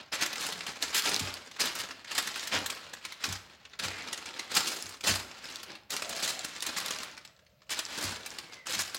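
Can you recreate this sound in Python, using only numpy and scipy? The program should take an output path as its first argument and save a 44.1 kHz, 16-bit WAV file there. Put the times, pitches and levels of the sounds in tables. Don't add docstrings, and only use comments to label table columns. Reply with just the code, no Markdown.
import sys
import numpy as np
from scipy import signal
from scipy.fft import rfft, irfft
from scipy.io import wavfile

SR = 44100
rng = np.random.default_rng(int(sys.argv[2]) if len(sys.argv) > 2 else 0)


def transcribe(u):
    v = np.clip(np.atleast_2d(u).T, -1, 1)
    q = np.round(v * 32767).astype(np.int16)
    wavfile.write(sys.argv[1], SR, q)


N = 396018

# (relative, per Hz)
PAPER_COLOUR = [(35, -45.5), (65, -12), (130, -12), (220, -6), (340, -5.5), (480, -5), (800, -3.5),
                (1400, 0), (2600, 1), (4200, 0), (6000, -4.5), (7700, -7), (8400, -11.5), (16000, -23.5)]


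def gain_of(db):
    return 10 ** (np.asarray(db) / 20)


def evened(x):
    return x / np.sqrt(np.mean(x ** 2) + 1e-20)


def read(points, hz):
    table_hz, value = np.transpose(points)
    return np.interp(np.log(hz + 1), np.log(table_hz + 1), value)


def add(mix, start_s, sound):
    part = mix[max(round(start_s * SR), 0):][:len(sound)]
    part += sound[:len(part)]


def coloured(x, points, size=4096):
    hz = abs(np.fft.fftfreq(size, 1 / SR))
    log_gain = np.log(gain_of(read(points, hz)))
    taps = np.fft.ifft(np.exp(np.conj(signal.hilbert(log_gain)))).real
    both = taps, np.roll(taps[::-1], 1)
    taps = max(both, key=lambda h: np.sum(h[:size // 2] ** 2))[:size // 2]
    return signal.oaconvolve(x, taps / np.linalg.norm(taps))[:len(x)]


def tinted(x, crisp_db, body_db, treble_hz=6200, body_hz=1000):
    hz = np.fft.rfftfreq(len(x), 1 / SR)
    spectrum = rfft(x)
    treble = irfft(spectrum * (1 - 1 / (1 + (hz / treble_hz) ** 4)), len(x))
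    body = irfft(spectrum / (1 + (hz / body_hz) ** 4), len(x))
    return x + (gain_of(crisp_db) - 1) * treble + (gain_of(body_db) - 1) * body


def gliding(hz, width_hz):
    noise = rng.standard_normal(len(hz)) + 1j * rng.standard_normal(len(hz))
    lowpass = signal.butter(2, width_hz / 2, fs=SR, output="sos")
    band = signal.sosfilt(lowpass, noise)
    carrier = np.exp(2j * np.pi * np.cumsum(hz) / SR)
    return evened((band * carrier).real)


def grip(length, uneven_db, slips_per_s):
    slips_s = np.cumsum(rng.exponential(1 / slips_per_s, length))
    wander = np.interp(np.arange(length) / SR, slips_s, rng.uniform(-1.56, 1, length))
    return gain_of(uneven_db * wander)


def buckle(t60_s, crack=0.67, crack_s=0.00052, rise_s=0.00036, uneven_db=5.0, size=4096):
    t = np.arange(size) / SR
    decay = gain_of(-60 * t / t60_s) + crack * np.exp(-t / crack_s)
    shape = decay * (1 - np.exp(-t / rise_s))
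    hz = np.geomspace(200, 16000, num=24)
    resonances = np.column_stack([hz, uneven_db * rng.uniform(-1.94, 1.82, len(hz))])
    wave = coloured(rng.standard_normal(size) * shape, resonances, size=1024)
    return wave / np.linalg.norm(wave)


def crackle(length, per_s, spread_db, t60_s, count=28):
    sizes = gain_of(spread_db * np.minimum(rng.exponential(1, length), 3.5))
    sizes = sizes * (rng.random(length) < per_s / SR)
    facet = rng.integers(0, count, length)
    return sum(signal.oaconvolve(sizes * (facet == k), buckle(t60_s)) for k in range(count))


def strokes(step=64):
    # start_s, press_s, ease_s, level_db, crisp_db (extra treble), body_db (extra low-mid)
    hand_strokes = [(-0.04, 0.026, 0.021, -37.5, -2, 4), (0.115, 0.11, 0.052, -32, 3.5, -1),
                    (0.32, 0.076, .35, -38, 5.5, 2.5), (0.803, 0.014, 0.099, -36, 7, 1.5),
                    (0.924, 0.032, 0.027, -27, 3, -8.5), (1.0, .10, 0.25, -33.5, 4.5, 2),
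                    (1.39, 0.026, 0.19, -50.5, 0, 1), (1.583, 0.013, 0.092, -28.5, 4.5, -1),
                    (1.74, 0.049, 0.051, -35, 5.5, 0), (1.87, 0.032, 0.14, -47, -6, -1),
                    (2.068, 0.11, .14, -34.5, 3.5, -2.5), (2.33, 0.037, 0.19, -36.5, 6.5, -3),
                    (2.503, 0.026, 0.097, -32.5, 5, 6), (2.67, 0.023, .27, -42.5, -2.5, 0.5),
                    (3.0, 0.057, 0.34, -45.5, -4, -5.5), (3.193, 0.051, 0.11, -38, 6, -1),
                    (3.42, .02, 0.7, -56, -9, 1.5), (3.785, 0.048, 0.45, -39, 0.5, 2.5),
                    (4.329, 0.06, 0.12, -41, 0, 1.5), (4.496, 0.074, 0.076, -32, 6.5, -1.5),
                    (4.6, 0.05, 0.26, -40, 12, 1), (5.029, 0.051, 0.09, -30.5, 12.5, 3),
                    (5.27, 0.27, 0.11, -43.5, 2.5, 0), (5.655, .05, 0.032, -42.5, -10, 5.5),
                    (5.894, .02, 0.073, -36.5, 8, 2), (6.03, .22, 0.4, -38, 7, -0.5),
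                    (6.63, 0.17, .28, -36.5, 3.5, 0), (7.07, 0.018, 0.18, -50.5, -7, 0),
                    (7.689, .015, 0.15, -36, 2.5, -3.5), (7.88, 0.19, 0.062, -34, 9.5, 2.5),
                    (8.16, 0.088, 0.34, -46.5, 2.5, 3.5), (8.653, 0.13, 0.068, -35, 8.5, -2),
                    (8.87, 0.14, .05, -41, 6, 0.5)]
    catch_s, catch_db, eased_db, release_s = 0.011, -6.5, -8, 0.32
    crisp_per_db = 0.67
    settle_db = -69
    t = np.arange(0, N, step) / SR
    power, crisp, body = gain_of(settle_db) ** 2, 0, 0
    for start_s, press_s, ease_s, level_db, crisp_db, body_db in hand_strokes:
        stages_s = start_s + np.cumsum([0, catch_s, press_s, ease_s, release_s])
        pressure_db = np.interp(t, stages_s, [catch_db, catch_db, 0, eased_db, -60])
        contact = np.interp(t, stages_s[:2], [0, 1])
        share = (contact * gain_of(level_db + pressure_db)) ** 2
        power = power + share
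        crisp = crisp + share * (crisp_db + crisp_per_db * pressure_db)
        body = body + share * body_db
    curves = 10 * np.log10(power), crisp / power, body / power
    return [np.interp(np.arange(N) / SR, t, curve) for curve in curves]


def rustle(crackle_db=-2.5, rub_db=-5.5, prickle_db=-11.5, prickle_hz=4500):
    level_db, crisp_db, body_db = strokes()
    grains = crackle(N, per_s=520, spread_db=4.0, t60_s=0.036)[:N]
    grains = grains * grip(N, uneven_db=6.5, slips_per_s=70)
    grains = tinted(evened(coloured(grains, PAPER_COLOUR)), crisp_db=-1.5, body_db=1.0)
    pricks = coloured(crackle(N, per_s=45, spread_db=6.5, t60_s=0.005)[:N], PAPER_COLOUR)
    highpass = signal.butter(2, prickle_hz, "high", fs=SR, output="sos")
    pricks = evened(signal.sosfilt(highpass, pricks))
    rub = evened(coloured(rng.standard_normal(N), PAPER_COLOUR))
    rub = tinted(rub, crisp_db=-32, body_db=1.0)
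    sheet = gain_of(crackle_db) * grains + gain_of(prickle_db) * pricks + gain_of(rub_db) * rub
    return gain_of(level_db) * tinted(sheet, crisp_db, body_db)


def room_air(level_db=-67.5):
    # (relative, per Hz)
    air_colour = [(15, -35), (25, -26.5), (64, 12), (206, 5.5), (309, -16.5), (607, 8), (1040, -29.5),
                  (2550, -34), (2990, -38), (3430, -56), (16000, -16)]
    return gain_of(level_db) * evened(coloured(rng.standard_normal(N), air_colour))


def snaps(spike_db=-15.5):
    # start_s, peak_db, crisp_db
    single_creases = [(0.1279, -27, -3), (0.26, -23.5, 7), (0.3286, -26, 4), (0.3563, -27, 5),
                      (0.464, -24, 9), (0.5222, -25.5, 2), (0.606, -27, -7), (0.665, -27.5, 1),
                      (0.823, -26, -1), (1.0917, -23, 17), (1.1933, -22.5, 10), (1.512, -37, -1),
                      (1.5628, -36, -6), (1.5962, -24, 7), (1.6546, -24.5, 9), (1.7515, -27.5, 10),
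                      (1.9082, -30.5, -10), (2.045, -36, -8), (2.1146, -24.5, 2), (2.149, -26, 10),
                      (2.272, -23.5, 5), (2.358, -26, 0), (2.438, -36, 6), (2.4724, -26, 13),
                      (2.6604, -21, 9), (2.7004, -22.5, 8.5), (2.9343, -30, 4), (2.966, -41, -11),
                      (3.05, -27.5, 5.5), (3.121, -30, 1), (3.239, -19.5, -0.5), (3.324, -26, 10),
                      (3.6511, -39, -20), (3.733, -38.5, -25), (4.0732, -31, -10), (4.128, -23, 5.5),
                      (4.175, -31.5, 6), (4.2569, -30.5, 2), (4.3929, -24, 1), (4.8902, -36, 21),
                      (5.007, -31.5, 2), (5.0437, -28, -1), (5.312, -38, -15), (5.6303, -32, 4),
                      (5.7531, -37.5, -7), (5.904, -24, 12), (5.964, -24.5, 3), (6.0207, -22.5, -1),
                      (6.0924, -27.5, 17), (6.4458, -26.5, 9), (6.6228, -21.5, 11.5), (6.6646, -23, 12),
                      (6.9057, -22.5, 5), (7.0316, -28.5, 5), (7.1753, -33.5, -3), (7.249, -36.5, 2),
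                      (7.39, -51.5, -14), (7.464, -52, -15), (7.618, -49, -18), (7.6934, -31, -5),
                      (7.7898, -20, 3), (8.2608, -27.5, 6), (8.3842, -26.5, 0), (8.532, -35, -10),
                      (8.6678, -27.5, 3), (8.9448, -23.5, 12)]
    out = np.zeros(N)
    for start_s, peak_db, crisp_db in single_creases:
        flip = buckle(t60_s=0.045, crack=3.9, crack_s=0.0037, rise_s=0.0029, uneven_db=3.0)
        spike = np.diff(buckle(t60_s=0.005), prepend=0)
        tick = coloured(flip + gain_of(spike_db) * spike, PAPER_COLOUR)
        tick = tinted(tick, crisp_db, body_db=-5)
        peak = np.sort(abs(tick))[-10:].mean()
        add(out, start_s, gain_of(peak_db) * tick / peak)
    return out


def crumples():
    # start_s, length_s, level_db (before the tint), crisp_db
    crease_runs = [(0.131, 0.032, -36.5, 4.5), (0.208, 0.029, -30.5, 3.5), (0.405, 0.041, -39, 8),
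                   (0.944, 0.052, -33, 13.5), (1.038, 0.03, -35.5, 3), (1.602, 0.018, -29.5, 10.5),
                   (1.784, 0.027, -39, 9), (2.156, 0.043, -40.5, 4), (2.179, 0.01, -28, 9),
                   (2.516, 0.061, -29.5, -21), (3.257, 0.066, -48, -14), (3.79, 0.014, -33.5, 3.5),
                   (3.834, 0.026, -36, 3.5), (4.549, 0.029, -32.5, 11.5), (4.67, 0.015, -33, 9.5),
                   (5.068, 0.05, -30.5, -3), (5.923, 0.016, -37, 5), (6.224, 0.03, -35, 10.5),
                   (6.275, 0.033, -35.5, 8.5), (6.769, 0.019, -34.5, 9.5), (7.702, 0.028, -37, 10),
                   (8.053, 0.025, -55, 1), (8.73, 0.026, -35, 7.5), (8.797, 0.024, -37.5, 13.5)]
    out = np.zeros(N)
    for start_s, length_s, level_db, crisp_db in crease_runs:
        n = int(length_s * SR)
        run = crackle(n, per_s=2600, spread_db=0.0, t60_s=0.021, count=16)
        run = coloured(run, PAPER_COLOUR)
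        run = run * np.sqrt(n) / np.linalg.norm(run)
        add(out, start_s, gain_of(level_db) * tinted(run, crisp_db, body_db=-3))
    return out


def pats(rise_s=0.009, puff_db=-4, puff_s=0.0287):
    # start_s, peak_db
    palm_pats = [(1.2, -34), (2.54, -38.5), (3.273, -34), (3.84, -38), (4.835, -49), (5.083, -29),
                 (8.034, -35.5), (8.751, -42.5)]
    # mode_hz, mode_db, t60_s
    tray_modes = [(63, -11.5, .42), (95, 2.5, 0.32), (137.3, -0.5, 0.14), (221, -12, 0.21),
                  (259, -16, 0.077)]
    out, t = np.zeros(N), np.arange(SR) / SR
    gap = np.exp(-t / puff_s)
    for start_s, peak_db in palm_pats:
        boom = 0
        for mode_hz, mode_db, t60_s in tray_modes:
            phase = 2 * np.pi * (mode_hz * t + rng.random())
            boom = boom + gain_of(mode_db - 60 * t / t60_s) * np.sin(phase)
        puff = gliding(110 + 200 * gap, width_hz=74) * gap
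        pat = boom * (1 - gap) + gain_of(puff_db) * puff
        pat = pat * (1 - np.exp(-(t / rise_s) ** 2))
        add(out, start_s, gain_of(peak_db) * pat / abs(pat).max())
    return out


def drags():
    # start_s, end_s, start_hz, end_hz, width_hz, level_db (before the fades)
    rubbing_notes = [(3.855, 4.064, 2370, 2040, 700, -47), (4.575, 4.878, 390, 326, 140, -55.5),
                     (5.958, 6.513, 659.4, 646.4, 200, -50.5), (8.395, 8.719, 2270, 1950, 150, -59)]
    out = np.zeros(N)
    for start_s, end_s, start_hz, end_hz, width_hz, level_db in rubbing_notes:
        n = int((end_s - start_s) * SR)
        note = gliding(np.linspace(start_hz, end_hz, n), width_hz)
        note = evened(note * grip(n, uneven_db=4.0, slips_per_s=26))
        add(out, start_s, gain_of(level_db) * note * signal.windows.tukey(n, 0.5))
    return out


def echoes(walls_db=-9, tail_db=-11, build_s=0.015, count=14, size=16384):
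    # hz, t60_s
    kitchen_decay = [(150, 0.87), (1000, 0.7), (4000, 0.38), (14000, 0.48)]
    walls = np.zeros(size)
    delays = (rng.uniform(0.002, 0.016, count) * SR).astype(int)
    walls[delays] = rng.choice([-1, 1], count) / np.sqrt(count)
    hz, t, spectrum = signal.stft(rng.standard_normal(size), SR, nperseg=256)
    decay = gain_of(-60 * t / read(kitchen_decay, hz)[:, None]) * (1 - np.exp(-t / build_s))
    tail = signal.istft(spectrum * decay, SR, nperseg=256)[1][:size]
    return gain_of(walls_db) * walls + gain_of(tail_db) * tail / np.linalg.norm(tail)


def kitchen(x, size=8192):
    out, padded = x.copy(), np.pad(x, (0, size))
    for i in range(0, N, size // 2):
        block = padded[i:i + size] * signal.windows.cosine(size)
        add(out, i / SR, signal.fftconvolve(block, echoes()))
    return out


def scene():
    paper = rustle() + snaps() + crumples() + drags()
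    return (kitchen(paper) + room_air() + pats())[None]


def record(dry, edge_hz=16150):
    dry = signal.sosfilt(signal.butter(3, 42, "high", fs=SR, output="sos"), dry)
    lowpass = signal.firwin(511, edge_hz, window=("kaiser", 9), fs=SR)
    return signal.oaconvolve(dry, lowpass[None], "same")


dry = scene()
out = record(dry)
transcribe(out)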